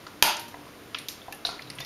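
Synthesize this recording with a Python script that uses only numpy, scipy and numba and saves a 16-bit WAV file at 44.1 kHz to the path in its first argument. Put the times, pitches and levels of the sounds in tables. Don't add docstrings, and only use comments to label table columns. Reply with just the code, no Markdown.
import sys
import numpy as np
from scipy import signal
from scipy.fft import rfft, irfft
from scipy.io import wavfile
from scipy.ndimage import map_coordinates
from numba import njit

SR = 44100
rng = np.random.default_rng(int(sys.argv[2]) if len(sys.argv) > 2 else 0)


def bounce(signal):
    frames = np.transpose(np.atleast_2d(signal))
    limited = np.clip(frames, -1, 1)
    pcm = np.round(limited * 32767).astype(np.int16)
    wavfile.write(sys.argv[1], SR, pcm)


N = 81585
TOP_HZ = 15600

# f/Hz, relative level/dB
AIR_SPECTRUM = [(15, -95), (25, -19), (110, -3), (156, -5.5), (289, -1), (666, -7.5), (895, -11),
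                (1170, -9.5), (3440, -16.5), (7500, -24), (12200, -23.5), (15500, -32.5)]
# f/Hz, t60/s
TAIL_DECAY = [(200, 0.27), (900, 0.4239), (3500, 0.4638), (11000, 0.21)]
# f/Hz, relative level/dB
TAIL_COLOUR = [(200, 9.5), (900, 3), (3500, -3.5), (7000, 2), (11000, 5)]
# t/s, delay/s
REFLECTION_LAG = [(1.3, .00297), (1.45, .00265), (1.7, .003)]
# t/s, level/dB
RUMBLE_LEVEL = [(0, -62), (1.55, -65.5), (1.7, -50.5), (1.81, -50), (1.85, -61)]
# t/s, relative fizz level/dB
SLOSH_LEVEL = [(0, 1.5), (.15, -13), (.6, -6), (.68, 8), (.78, -24), (1.15, -2), (1.4, -16), (1.5, 15.5),
               (1.57, 5), (1.76, -1.5), (1.8, 14.5), (1.85, 1)]
# t/s, level/dB, f/Hz, t60/s
PLOPS_AND_RINGS = [(0.067, -29, 1300, 0.0096), (.543, -28.5, 820, 0.0086), (.668, -42.5, 1090, 0.042),
                   (0.9469, -27, 1340, 0.01), (1.217, -37.5, 3450, 0.029), (1.2825, -30, 785, 0.036),
                   (1.283, -39, 1060, 0.011), (1.324, -38, 1660, 0.031), (1.325, -35.5, 2600, 0.027),
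                   (1.4505, -31.5, 672, 0.027), (1.45, -21, 1430, 0.0051), (1.4875, -27, 720, 0.014),
                   (1.49, -28.5, 1305, 0.032), (1.529, -36, 1280, 0.0095), (1.673, -42, 3840, 0.036),
                   (1.801, -38, 2030, 0.027), (1.811, -33, 3500, 0.051), (1.823, -45, 1910, 0.065)]
# t/s, level/dB, f/Hz, width/Hz, relative snap level/dB, snap f/Hz, room send/dB
BUCKLES = [(0.067, -21.5, 4060, 4500, -24, 10100, -3), (0.368, -15, 6260, 5000, -5, 11100, -6),
           (0.396, -19, 4870, 6000, 0, 11600, 0), (.4820, -26, 4130, 6000, -5.5, 11900, 2),
           (0.542, -21.5, 1800, 2230, -24, 10900, -9), (0.9459, -5.5, 2730, 2703, -60, 10030, -2),
           (0.9861, -16.5, 3830, 2950, -1, 9860, -4.5), (1.0851, -8, 4500, 5370, -8.5, 12200, -1.5),
           (1.3246, -17, 2740, 4770, -3.5, 11400, -4), (1.347, -32.5, 6100, 5000, 9.5, 10600, -7),
           (1.4502, 0.5, 4110, 1210, -25.5, 10800, -2.5), (1.457, -15.5, 4230, 2650, -10, 9700, 7.5),
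           (1.4678, -8.5, 3600, 1300, -25, 11300, -22), (1.5927, -18, 2200, 1280, -25, 11000, -6),
           (1.621, -19, 4200, 1430, -23, 11000, -4.5), (1.7008, -14.5, 4850, 1700, -9.5, 9700, -8),
           (1.7016, -19.5, 2360, 1820, -11.5, 9900, -1.5), (1.7530, -35.5, 4400, 3000, 9.5, 9700, -2.5),
           (1.7858, -13.5, 2830, 2240, -18, 11100, -0.5), (1.8016, -16, 2370, 1300, -8.5, 11400, -3.5),
           (1.8047, -16, 5000, 2210, -20, 10500, -2), (1.8480, -17.5, 4130, 2170, -12, 11000, 15)]
# f/Hz, relative level/dB, t60/s
SHELL_MODES = [(592.6, -4, 0.45), (617, -9.5, 0.4), (846, -4, 0.44), (849, -8.5, 0.55), (890, -8, 0.43),
               (936.6, -5.5, 0.73), (1005, -10, 0.53), (2630, -16, 0.22), (2640, -7, .26), (3198, -3, 0.26),
               (3360, -19, 0.38)]
# f/Hz, relative level/dB
CRACK_SPECTRUM = [(60, -20.5), (200, -16), (370, -7), (480, -19), (900, 6.5), (1120, -5), (1400, 0.5),
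                  (2000, -3.5), (2550, 2), (3250, 3), (4200, -2), (4850, 2.5), (5500, -7.5), (6400, -2.5),
                  (7300, -10.5), (12500, -6.5), (15500, -31.5)]


def undb(db):
    return 10 ** (np.asarray(db) / 20)


def clock():
    return np.arange(N) / SR


def freqs(size=N):
    return np.maximum(np.arange(size + 1) * SR / (2 * size), 1e-3)


def by_time(points):
    return np.interp(clock(), *np.array(points).T)


def by_hz(points, hz):
    table_hz, values = np.array(points).T
    return np.interp(np.log(hz), np.log(table_hz), values)


def decay(t, t60):
    return np.exp(-np.log(1000) * t / t60)


def shape(x, response):
    return irfft(rfft(x, 2 * N) * response)[:N]


def colour(points):
    cepstrum = irfft(np.log(undb(by_hz(points, freqs()))))
    cepstrum[1:N] *= 2
    cepstrum[N + 1:] = 0
    return np.exp(rfft(cepstrum))


def resonance(hz, width, size=N):
    f = freqs(size)
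    return 1 / (1 + 1j * (f - hz ** 2 / f) / width)


def unit(x):
    return x / np.sqrt(np.sum(x ** 2))


def noise(response):
    return np.sqrt(N) * unit(shape(rng.standard_normal(N), response))


def add(out, at_s, x):
    i = int(np.clip(round(at_s * SR), 0, N - 1))
    out[i:i + len(x)] += x[:N - i]


def room_tone(air_db=-48, hum_db=-57.5):
    air = noise(colour(AIR_SPECTRUM))
    hum = noise(resonance(hz=294.3, width=7) ** 2)
    return undb(air_db) * air + undb(hum_db) * hum


def kitchen(gain_db=3, start_s=0.003, build_s=0.00029):
    t, tail = clock(), np.zeros(N)
    white = rfft(rng.standard_normal(N), 2 * N)
    octave = np.log2(np.clip(freqs(), 125, 16000) / 125)
    for k in range(8):
        hz = 125 * 2 ** k
        band = irfft(white * np.maximum(1 - abs(octave - k), 0))[:N]
        tail += band * undb(by_hz(TAIL_COLOUR, hz)) * decay(t, by_hz(TAIL_DECAY, hz))
    tail *= 1 - np.exp(-t / build_s)
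    response = np.zeros(N)
    add(response, start_s, undb(gain_db) * unit(tail))
    return rfft(response, 2 * N)


def near_surface(x, gain_db=0.5, cutoff_hz=6850):
    late = map_coordinates(x, [(clock() - by_time(REFLECTION_LAG)) * SR])
    return x + undb(gain_db) * shape(late, 1 / (1 + 1j * freqs() / cutoff_hz))


def low_rumble():
    return noise(resonance(hz=140.7, width=37) ** 2) * undb(by_time(RUMBLE_LEVEL))


def bubble(hz, t60, rise=0.172):
    t = np.arange(int(t60 * SR) + 2) / SR
    cycles = hz * t * (1 + rise * t / (2 * t60))
    return np.sin(2 * np.pi * cycles) * decay(t, t60)


def water_fizz(base_db=-55.5, per_s=450, centre_hz=2325, octaves=1.5, ring_cycles=11.6):
    fizz = np.zeros(N)
    for when, pitch, rarity in rng.random((int(per_s * N / SR), 3)):
        hz = centre_hz * 2 ** (octaves * (2 * pitch - 1))
        boost_db = -3 * np.log(max(rarity, 0.02))
        add(fizz, when * N / SR, undb(boost_db) * bubble(hz, ring_cycles / hz))
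    return fizz * undb(base_db + by_time(SLOSH_LEVEL))


def plops_and_rings(attack_s=0.00019):
    plops = np.zeros(N)
    onset = 1 - np.exp(-clock() / attack_s)
    for at_s, db, hz, t60 in PLOPS_AND_RINGS:
        ring = bubble(hz, t60)
        add(plops, at_s, undb(db) * ring * onset[:len(ring)])
    return plops


def bend(x, spread_s):
    lag = np.exp(-4j * np.pi * spread_s * np.sqrt(1000 * freqs(len(x))))
    return irfft(rfft(x, 2 * len(x)) * lag)[:len(x)]


def rib_scatter(x, scattered_db=2, fade_s=0.00096):
    t = np.arange(512) / SR
    envelope = np.exp(-t / fade_s) * (1 - np.exp(-10 * t / fade_s))
    ribs = undb(scattered_db) * unit(rng.standard_normal(len(t)) * envelope)
    ribs[0] = 1
    return unit(signal.fftconvolve(x, ribs)[:len(x)]) * np.linalg.norm(x)


def wall_patch(hz, width):
    ring = irfft(resonance(hz, width, size=2048) ** 2)
    edge_hz = min(hz + 0.96 * width, TOP_HZ)
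    lowpass = signal.butter(4, edge_hz, fs=SR, output="sos")
    return unit(signal.sosfilt(lowpass, ring))


def wall_clicks():
    direct, to_room = np.zeros(N), np.zeros(N)
    for at_s, db, hz, width, snap_db, snap_hz, room_db in BUCKLES:
        snap = undb(snap_db) * wall_patch(snap_hz, width=3200)
        click = -undb(db) * (wall_patch(hz, width) + snap)
        add(direct, at_s, rib_scatter(bend(click, spread_s=0.000481)))
        add(to_room, at_s, undb(room_db) * click)
    return direct, to_room


def knock(at_s=0.2248, dent_db=13, rebound_s=0.00143, rebound_db=15, puff_hz=55, puff_s=0.0022):
    t, direct, to_room = clock(), np.zeros(N), np.zeros(N)
    impulse = irfft(colour(CRACK_SPECTRUM))[:N]
    crack = unit(bend(impulse, spread_s=0.00093))
    modes = sum(undb(db) * np.sin(2 * np.pi * hz * t) * decay(t, t60) for hz, db, t60 in SHELL_MODES)
    ring = undb(-25) * modes
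    puff = undb(-17.5) * np.sin(2 * np.pi * puff_hz * t) * np.exp(-t / puff_s)
    add(direct, at_s, undb(dent_db) * crack + ring + puff)
    add(direct, at_s + rebound_s, -undb(rebound_db) * crack)
    add(to_room, at_s, undb(15) * crack + undb(-17) * ring)
    return direct, to_room


def scene():
    room, background = kitchen(), room_tone()
    blow, blow_to_room = knock()
    clicks, clicks_to_room = wall_clicks()
    rumble = low_rumble()
    bubbles = plops_and_rings() + water_fizz()
    reverb = shape(blow_to_room + clicks_to_room + undb(-4) * bubbles, room)
    return (background + reverb + rumble + near_surface(clicks + bubbles) + blow)[None]


@njit
def follow(x, attack_s, release_s):
    out, level = np.empty(len(x)), 0.
    for i in range(len(x)):
        gap = abs(x[i]) - level
        level += gap / (SR * (attack_s if gap > 0 else release_s))
        out[i] = level
    return out


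def record(dry):
    threshold_db, slope = -16.5, 0.76
    level = follow(dry[0], attack_s=0.0023, release_s=0.035)
    excess = np.maximum(level / undb(threshold_db), 1)
    clipped = np.clip(dry[0] / excess ** slope, -1, 1)
    notched = shape(clipped, (1 - resonance(hz=7890, width=700)) ** 2)
    lowpass = signal.ellip(12, 0.2, 80, TOP_HZ, fs=SR, output="sos")
    return signal.sosfilt(lowpass, notched)[None]


dry = scene()
out = record(dry)
bounce(out)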